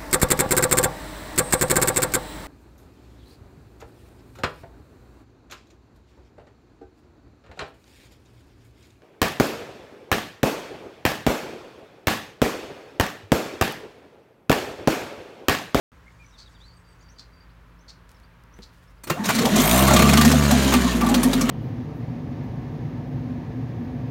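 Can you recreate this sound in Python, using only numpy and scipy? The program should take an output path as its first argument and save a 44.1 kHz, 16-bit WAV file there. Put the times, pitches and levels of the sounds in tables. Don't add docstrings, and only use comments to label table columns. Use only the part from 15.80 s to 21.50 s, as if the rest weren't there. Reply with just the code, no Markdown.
import sys
import numpy as np
from scipy import signal
from scipy.fft import rfft, irfft
from scipy.io import wavfile
from scipy.ndimage import uniform_filter1d

SR = 44100
rng = np.random.default_rng(int(sys.argv[2]) if len(sys.argv) > 2 else 0)


def persist_wave(psi):
    counts = np.round(np.clip(psi, -1, 1) * 32767).astype(np.int16)
    wavfile.write(sys.argv[1], SR, np.atleast_2d(counts).T)


N = 251370
T = np.arange(N) / SR

# start in seconds, relative clack level in dB, the clack's brightest
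# pitch in Hz, relative boom level in dB, boom pitch in Hz.
FIRINGS = [(4.075, -14, 8200, -13, 219.1), (4.105, -13, 1400, -11, 219), (4.133, -12, 7110, -20, 220),
           (4.161, -9, 3600, -7, 176.6), (4.19, -11.5, 2480, -9.5, 166), (4.219, -10.5, 2370, -9.5, 234.6),
           (4.288, -13, 2450, -9.5, 188.9), (4.331, -10, 2330, -9.5, 220.4), (4.371, -9, 3170, -9.5, 227),
           (4.41, -9, 4300, -9, 215.3), (4.448, -10.5, 5570, -7, 234.8), (4.514, -14, 4500, -10.5, 241.5),
           (4.708, -13, 6500, -6.5, 241), (4.84, -26, 4000, -10, 263.4), (4.88, -28, 4045, -12, 255),
           (4.92, -17, 1896, -15.5, 240.1), (4.936, -12, 2700, -13.5, 241.8), (5.024, -43, 2000, -11, 242),
           (5.129, -32, 2700, -10, 236.3), (5.208, -21, 2430, -8.5, 235.6),
           (5.262, -23.5, 3500, -24, 238.5), (5.288, -21, 7500, -10, 250), (5.341, -13, 3510, -10, 235),
           (5.43, -12.5, 9900, -5.5, 253.2), (5.53, -15.5, 3917, -8.5, 250.2),
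           (5.609, -15.5, 5850, -11.5, 234), (5.691, -11, 3105, -10, 239.8)]
# frequency in Hz, relative level in dB.
CHURN = [(50, -48), (90, -0.5), (170, 6), (260, 2.5), (370, 1.5), (480, -4.5), (650, -1), (850, -4.5),
         (1130, -1.5), (1400, -6.5), (2000, -7.5), (3000, -13), (6000, -41)]
WHIRR = [(600, -10.5), (1800, -0.5), (2700, -1), (4000, 0), (5000, -5.5), (7000, -2), (8300, -9),
         (9100, -5), (10300, -14.5), (12200, -9), (15500, -18)]
CLACK = [(700, -54), (1800, 0.5), (2700, -6.5), (4000, -1), (5000, -2), (7500, -1), (10300, -5.5),
         (13000, -7), (15500, -7)]


def piston(turns, hz, count=36):
    # frequency in Hz, relative level in dB.
    pulse_tone = [(25, -4), (50, 4.5), (74, 2.5), (98, -7), (120, -5), (145, 3.5), (215, 2.5), (290, -8.5),
                  (400, -18), (520, -12.5), (700, -26), (1200, -15), (1800, -19.5), (2400, -56)]
    harmonics = [harmonic_gain(pulse_tone, k * hz) * np.cos(2 * np.pi * k * turns)
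                 for k in range(1, count + 1)]
    bass, edge = sum(harmonics[:3]), sum(harmonics[3:])
    edge *= undb(loudness(hz, cruise_db=-1.31, octave_db=2.7, effort_db=-8) + 2 * walk(60))
    level = undb(loudness(hz, cruise_db=-23.5, octave_db=22, effort_db=2.5) + 0.5 * walk(40))
    return (bass + edge) * level * fade_in(3.5, 0.05)


def pockets(hz, lag_turns=1.0246):
    # start in seconds, relative level in dB, boom pitch in Hz.
    puffs = [(3.393, -17.5, 206), (3.473, -15, 201.6), (3.55, -11.5, 230), (3.582, -11, 237),
             (3.644, -13, 233), (3.716, -8.5, 205), (3.775, -9.5, 230.4)]
    fired = [(s + lag_turns / np.interp(s, T, hz), db, boom_hz) for s, _, _, db, boom_hz in FIRINGS]
    return list(puffs) + fired


def booms(gas, glide_per_s=0.78):
    out = np.zeros(N)
    for s, db, hz in gas:
        t = np.maximum(T - s, 0)
        cycles = hz * (t + glide_per_s * t * (t - 0.03))
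        out += undb(db - 3.5) * swell(s, rise=0.011) ** 0.7 * np.sin(2 * np.pi * cycles)
    return out


def burble(gas):
    # frequency in Hz, relative level in dB.
    barrel_tone = [(60, -55), (110, -23), (170, -7), (210, -5), (245, 3.5), (275, -2), (320, -22),
                   (385, -11), (460, -12), (900, -47)]
    stir = np.sqrt(sum((undb(db) * swell(s, rise=0.044)) ** 2 for s, db, _ in gas))
    return colour(noise(), barrel_tone) * stir * undb(-15.5 + 0.55 * walk(25))


def gurgles(count=7):
    # start in seconds, level in dB, typical bubble pitch in Hz, cluster length in seconds.
    clusters = [(3.597, -17.5, 483, 0.084), (3.645, -18.5, 830, .03), (4.101, -15, 630, .045),
                (4.518, -20.5, 695, 0.024), (4.697, -17, 658, 0.055), (4.909, -20.5, 760, 0.043),
                (5.045, -21.5, 1100, 0.04), (5.104, -24.5, 2748, 0.044), (5.21, -24, 810, 0.045),
                (5.282, -18.5, 754, 0.062)]
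    out, t = np.zeros(N + SR), T[:SR // 20]
    for s, db, typical_hz, length in clusters:
        for k, (when, pick) in enumerate(rng.random((count, 2))):
            hz = typical_hz * 2 ** (0.5 * (pick - 0.5))
            cycles = hz * t
            shape = np.exp(-cycles / 6.2) * (1 - np.exp(-cycles))
            at = int((s + length * (k + when) / count) * SR)
            out[at:at + len(t)] += undb(db) * shape * np.sin(2 * np.pi * cycles * (1 + 2 * t))
    return out[:N]


def intake(turns, hz, count=26):
    # frequency in Hz, relative level in dB.
    airbox_tone = [(90, -48), (140, -1.5), (190, -13), (230, 6.5), (290, -4), (355, 3), (430, -11),
                   (530, -19), (620, 3), (710, -3.5), (800, -9), (1300, -16), (1700, -34), (3500, -42)]
    growl = sum(harmonic_gain(airbox_tone, k * hz) * np.cos(2 * np.pi * (k * turns + rng.random()))
                for k in range(2, count))
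    growl /= np.sqrt(uniform_filter1d(growl ** 2, SR // 8) + 1e-6)
    level = undb(loudness(hz, cruise_db=-34.5, octave_db=10.5, effort_db=15) + 2.1 * walk(50))
    return growl * level * fade_in(3.52, 0.083)


def clacks():
    # start in seconds, relative level in dB, brightest pitch in Hz.
    starter_knocks = [(3.235, -32, 8000), (3.27, -31, 1460), (3.298, -16.5, 1380), (3.454, -20, 5850),
                      (3.488, -13.5, 1430), (3.5, -18, 1850), (3.547, -17, 4200), (3.585, -16.5, 4370),
                      (3.619, -23.5, 3950), (3.652, -15, 3495), (3.758, -13, 6395), (3.779, -18.5, 5730),
                      (3.8, -14.5, 7000)]
    rattle, blow, sing = np.zeros((3, N))
    hiss = noise()
    for s, db, hz, *_ in list(starter_knocks) + list(FIRINGS):
        force = undb(db) * swell(s, rise=0.0053)
        rattle += force
        blow += force * undb(1 - 3 * np.log2(hz / 3020))
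        sing += force * resonate(hiss, hz, q=4.5)
    body = 0.53 * cowl(blow * noise()) + 0.85 * blow * colour(noise(), CHURN)
    contacts = colour(mottle(grit(0.65), spread_db=4.4, size=384), CLACK)
    return undb(-9.5) * rattle * contacts + undb(-6) * body + undb(-10.5) * sing


def churn(turns, hz):
    beat = np.cos(2 * np.pi * turns)
    puffs = mottle(noise(), spread_db=7.2, size=768) * undb(0.95 * beat + 2.9 * walk(45))
    water = colour(unit(puffs) + 0.5 * per_turn(turns, drift=4), CHURN)
    return water * undb(loudness(hz, cruise_db=-25, octave_db=8.9, effort_db=7.9))


def whirr(turns, hz):
    teeth = mottle(grit(3.4), spread_db=4.1, size=256)
    teeth *= undb(3.1 * per_turn(turns, drift=5, size=12) + 1.4 * walk(300))
    spool = undb(-31) * envelope(start=3.435, attack=0.012, hold=0.4, fade=0.6)
    chatter = undb(-29.5) * envelope(start=4.62, attack=0.1, hold=0.23, fade=0.39)
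    running = undb(loudness(hz, cruise_db=-30, octave_db=15.7, effort_db=6.4))
    gears = echoes(teeth, t60=0.029, wet_db=-7) + 0.43 * per_turn(turns, drift=6)
    return colour(gears, WHIRR) * np.hypot(running, spool + chatter) * undb(walk(40))


def machinery(turns, hz):
    running = churn(turns, hz) + whirr(turns, hz)
    return (running + undb(-11.5) * cowl(running)) * fade_in(3.235, 0.025)


def cowl(x):
    # pitch in Hz, relative level in dB, seconds to fade by 60 dB.
    modes = [(342, -26, 0.14), (646, -25, 0.072), (1070, -5, 0.095), (1170, 7, 0.098), (1384, 5.5, 0.024),
             (1844, -1.5, 0.14), (2130, 0, 0.024), (2434, 4.5, 0.051), (2760, -7, 0.11), (3260, -2, 0.064),
             (3710, -7, 0.076), (4300, -1, 0.098)]
    out = 0
    for hz, db, t60 in modes:
        pole = np.exp((2j * np.pi * hz - np.log(1000) / t60) / SR)
        ring = signal.lfilter([1], [1, -pole], x + 1e-12).imag
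        out += undb(db + 5.1 * walk(14)) * ring
    return unit(out) * np.std(x)


def leg(turns):
    shake = envelope(start=4.15, attack=0.016, hold=0.13, fade=0.3)
    throb = undb(-29.5 + 1.5 * np.cos(2 * np.pi * turns))
    return resonate(noise(), hz=1185, q=16) * shake * throb


def clunk():
    # start in seconds, peak level in dB, pitch in Hz.
    pawl_drops = [(3.237, -43, 13750), (3.269, -42, 14600), (3.298, -33, 15000)]
    pings = sum(undb(db) * swell(s, rise=0.005) * sine(hz) for s, db, hz in pawl_drops)
    shudder = undb(-28.5) * swell(3.3, rise=0.013) * colour(noise(), CHURN)
    thud = undb(-20.5) * sine(160) + undb(-26) * sine(340)
    return pings + shudder + swell(3.302, rise=0.0076) * thud


def rope(hz, cycles_per_turn=47):
    pitch = cycles_per_turn * hz * (1 + 0.0468 * walk(400))
    phase = 2 * np.pi * np.cumsum(pitch) / SR
    song = undb(-36.5 + 2.7 * walk(150)) * (np.sin(phase) + 0.45 * walk(250) * np.sin(2 * phase))
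    hiss = undb(-47) * colour(noise(), WHIRR)
    return (song + hiss) * envelope(start=3.27, attack=0.019, hold=0.19, fade=0.22)


def recoil(turns):
    # frequency in Hz, relative level in dB.
    pawl_tone = [(3500, -18), (6000, -31), (8400, 0.5), (10200, -6), (12600, 0.5), (14000, -4),
                 (15800, -5.5)]
    scrape = mottle(grit(2.7), spread_db=5.2, size=192) * undb(3.55 * np.cos(2 * np.pi * turns))
    rewind = envelope(start=3.755, attack=0.071, hold=0.19, fade=0.31)
    return undb(-25.5) * colour(scrape, pawl_tone) * rewind


def hand():
    # start in seconds, relative level in dB, knock offset in dB.
    touches = [(2.292, -38, -25), (2.316, -37, -25), (2.4, -44, -25), (2.637, -41, -14), (2.788, -41, 6)]
    # start in seconds, relative level in dB, rise in seconds.
    brushes = [(2.28, -63, 0.048), (2.7, -63, 0.15)]
    tick = sum(undb(db) * swell(s, rise=0.00055) for s, db, _ in touches)
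    knock = sum(undb(db + knock_db) * swell(s, rise=0.0076) for s, db, knock_db in touches)
    tap = sum(undb(db + knock_db) * swell(s, rise=0.0013) for s, db, knock_db in touches)
    hollow = sine(215) + 0.4 * sine(390) + 0.45 * sine(480)
    brush = sum(undb(db) * swell(s, rise) for s, db, rise in brushes)
    cloth = colour(grit(3), [(500, -20), (3000, 3), (15000, -7)]) * brush * undb(-4.5 + 2.9 * walk(40))
    contact = undb(-12.5) * tick * colour(grit(1.2), CLACK) + undb(-4.5) * tap * colour(noise(), CHURN)
    return contact + undb(-7.5) * knock * hollow + cloth


def whistle(start, length, hz, glide, db, arch, rasp):
    u = np.linspace(0, 1, int(length * SR))
    pitch = hz * 2 ** (glide * (u - 0.5) - arch * (2 * u - 1) ** 2)
    pitch *= 1 + rasp * uniform_filter1d(rng.standard_normal(len(u)), size=24)
    shape = np.abs(np.sin(np.pi * u)) ** 0.24
    note = undb(db - 3.5) * shape * np.sin(2 * np.pi * np.cumsum(pitch) / SR)
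    return np.pad(note, (int(start * SR), N))[:N]


def birds(repeats=7, period_s=0.16, chip_sharpness=2.34):
    # start and length in seconds, pitch in Hz, glide in octaves, relative level in dB.
    whistles = [(.263, 0.032, 2160, 0.0036, -50.5), (0.389, 0.069, 2400, -.12, -50.5),
                (.435, .093, 5930, -.1, -62), (.525, .04, 3800, -0.14, -54), (.66, .025, 3750, -.23, -51),
                (.745, .028, 3620, -.31, -53), (0.801, 0.06, 3860, 0.35, -50),
                (.852, 0.071, 4530, -0.046, -53), (.96, 0.061, 8400, -0.052, -66),
                (1.08, 0.059, 8450, -0.056, -66), (1.191, .04, 6750, .16, -61),
                (1.21, 0.031, 5500, 0.58, -59), (1.29, 0.045, 6140, 0.25, -54),
                (1.585, 0.063, 4720, 0.0013, -61), (1.692, .026, 4530, .39, -58),
                (1.99, .041, 6050, .25, -60), (2.34, .045, 5300, -.25, -63), (2.432, 0.02, 4600, 0.18, -58),
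                (2.726, 0.05, 6120, .14, -58), (3.075, .04, 5400, 0, -67), (3.172, 0.027, 4950, .19, -65)]
    # start in seconds, level in dB, rise in seconds.
    chips = [(.567, -48.5, 0.03), (1.378, -47, .019), (2.076, -46.5, 0.018), (2.815, -48, 0.018)]
    # frequency in Hz, relative level in dB.
    chip_tone = [(2800, -20.5), (3700, -7.5), (4400, 4), (5200, -7), (6500, -12.5), (8500, -22),
                 (11000, -34), (14000, -38)]
    song = sum(whistle(*row, arch=0.082, rasp=0.11) for row in whistles)
    song += sum(whistle(0.56 + k * period_s, length=0.105, hz=4660, glide=-0.025, db=-62,
                        arch=0, rasp=0.04) for k in range(repeats))
    song *= undb(3.7 * walk(200))
    bursts = sum(undb(db) * swell(s, rise) ** chip_sharpness for s, db, rise in chips)
    chipping = bursts * colour(noise(), chip_tone) * undb(3.1 * walk(400))
    return echoes(song + chipping, t60=0.24, wet_db=-8.5)


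def twitter():
    band = signal.sosfilt(signal.butter(2, [3400, 8000], "band", fs=SR, output="sos"), noise())
    flock = envelope(start=0, attack=0.5, hold=-0.29, fade=6)
    return mottle(band, spread_db=3.6, size=512) * undb(-66 + 2.4 * walk(30.5)) * flock


def yard():
    # frequency in Hz, relative level in dB.
    air_tone = [(15, -35), (25, -17), (64, 1.5), (164, -12), (209, -16.5), (253, -9.5), (313, -17.5),
                (523, -17), (762, -22), (945, -16), (1620, -18.5), (2920, -28), (4500, -35), (7700, -44.5),
                (15500, -44)]
    # pitch in Hz, level in dB.
    hum_tones = [(52, -52.5), (117, -58), (170, -60.5)]
    air = colour(noise(), air_tone) * undb(-54.5 + 0.5 * walk(5.05))
    hum = sum(undb(db + 2 * walk(9.8)) * np.sin(2 * np.pi * np.cumsum(hz + 1.82 * walk(18)) / SR)
              for hz, db in hum_tones)
    return air + hum


def loudness(hz, cruise_db, octave_db, effort_db, cruise_hz=70):
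    # time in seconds, effort from 0 to 1.
    effort = [(3.5, 0.4), (3.62, 1), (4.08, 1), (4.22, .55), (4.5, 0), (4.6, 0), (5.3, 0.26), (5.7, 0)]
    return cruise_db + octave_db * np.log2(hz / cruise_hz) + effort_db * curve(effort)


def undb(db):
    return 10 ** (np.asarray(db) / 20)


def unit(x):
    return x / np.sqrt(np.mean(x ** 2) + 1e-18)


def curve(points):
    return np.interp(T, *np.transpose(points))


def fade_in(start, length):
    return np.clip((T - start) / length, 0, 1)


def envelope(start, attack, hold, fade):
    released = np.maximum(T - start - attack - hold, 0)
    return fade_in(start, attack) * np.exp(-np.log(1000) * released / fade)


def swell(start, rise):
    u = np.maximum(T - start, 0) / rise
    return u * np.exp(1 - np.minimum(u, 50))


def sine(hz):
    return np.sin(2 * np.pi * hz * T)


def noise():
    return rng.standard_normal(N)


def walk(rate):
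    step = int(SR / rate)
    return unit(uniform_filter1d(np.repeat(rng.standard_normal(N // step + 1), step), step)[:N])


def grit(spread_db):
    return unit(noise() * undb(spread_db * np.minimum(rng.exponential(size=N), 5)))


def per_turn(turns, drift, size=256, count=3):
    angle = np.arange(size) / size
    return unit(sum(walk(drift) * np.interp(turns % 1, angle, rng.standard_normal(size), period=1)
                    for _ in range(count)))


def mottle(x, spread_db, size):
    bands = signal.stft(x, nperseg=size)[2]
    stress = uniform_filter1d(uniform_filter1d(rng.standard_normal(bands.shape), 2, axis=0), 2, axis=1)
    return unit(signal.istft(bands * undb(spread_db * unit(stress)), nperseg=size)[1][:N])


def gain_at(spectrum, hz):
    f, db = np.transpose(spectrum)
    return undb(np.interp(np.log(np.maximum(hz, 1)), np.log(f), db))


def harmonic_gain(spectrum, hz):
    return gain_at(spectrum, hz[::100]).repeat(100)[:N]


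def colour(x, spectrum):
    return unit(irfft(rfft(x) * gain_at(spectrum, np.arange(N // 2 + 1) * SR / N), N))


def resonate(x, hz, q):
    return unit(signal.lfilter(*signal.iirpeak(hz, q, fs=SR), x))


def echoes(x, t60, wet_db):
    t = T[:SR]
    tail = noise()[:SR] * np.exp(-np.log(1000) * t / t60) * (t > 0.004)
    return x + undb(wet_db) * signal.fftconvolve(x, tail / np.linalg.norm(tail))[:N]


def scene():
    # time in seconds, turns per second.
    crank_speed = [(3.27, 5.9), (3.32, 7.2), (3.39, 18.2), (3.44, 19.4), (3.47, 23.6), (3.6, 28.8),
                   (3.81, 48.1), (3.99, 65.4), (4.09, 67.6), (4.49, 75.4), (4.97, 64.8), (5.16, 58.3),
                   (5.7, 46.5)]
    hz = curve(crank_speed)
    turns = np.cumsum(hz) / SR
    gas = pockets(hz)
    exhaust = piston(turns, hz) + booms(gas) + burble(gas) + gurgles()
    works = machinery(turns, hz) + clacks() + rope(hz) + recoil(turns) + leg(turns) + clunk()
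    outboard = exhaust + intake(turns, hz) + echoes(works, t60=0.19, wet_db=-10)
    return (outboard + hand() + birds() + twitter() + yard())[None]


def record(dry, silent_s=0.118, low_hz=32, top_hz=15900):
    thinned = signal.sosfilt(signal.butter(2, low_hz, "high", fs=SR, output="sos"), dry)
    clipped = np.clip(thinned, -0.9, 0.9) * (T > silent_s)
    return signal.sosfilt(signal.ellip(10, 0.2, 80, top_hz, fs=SR, output="sos"), clipped)


dry = scene()
out = record(dry)
persist_wave(out)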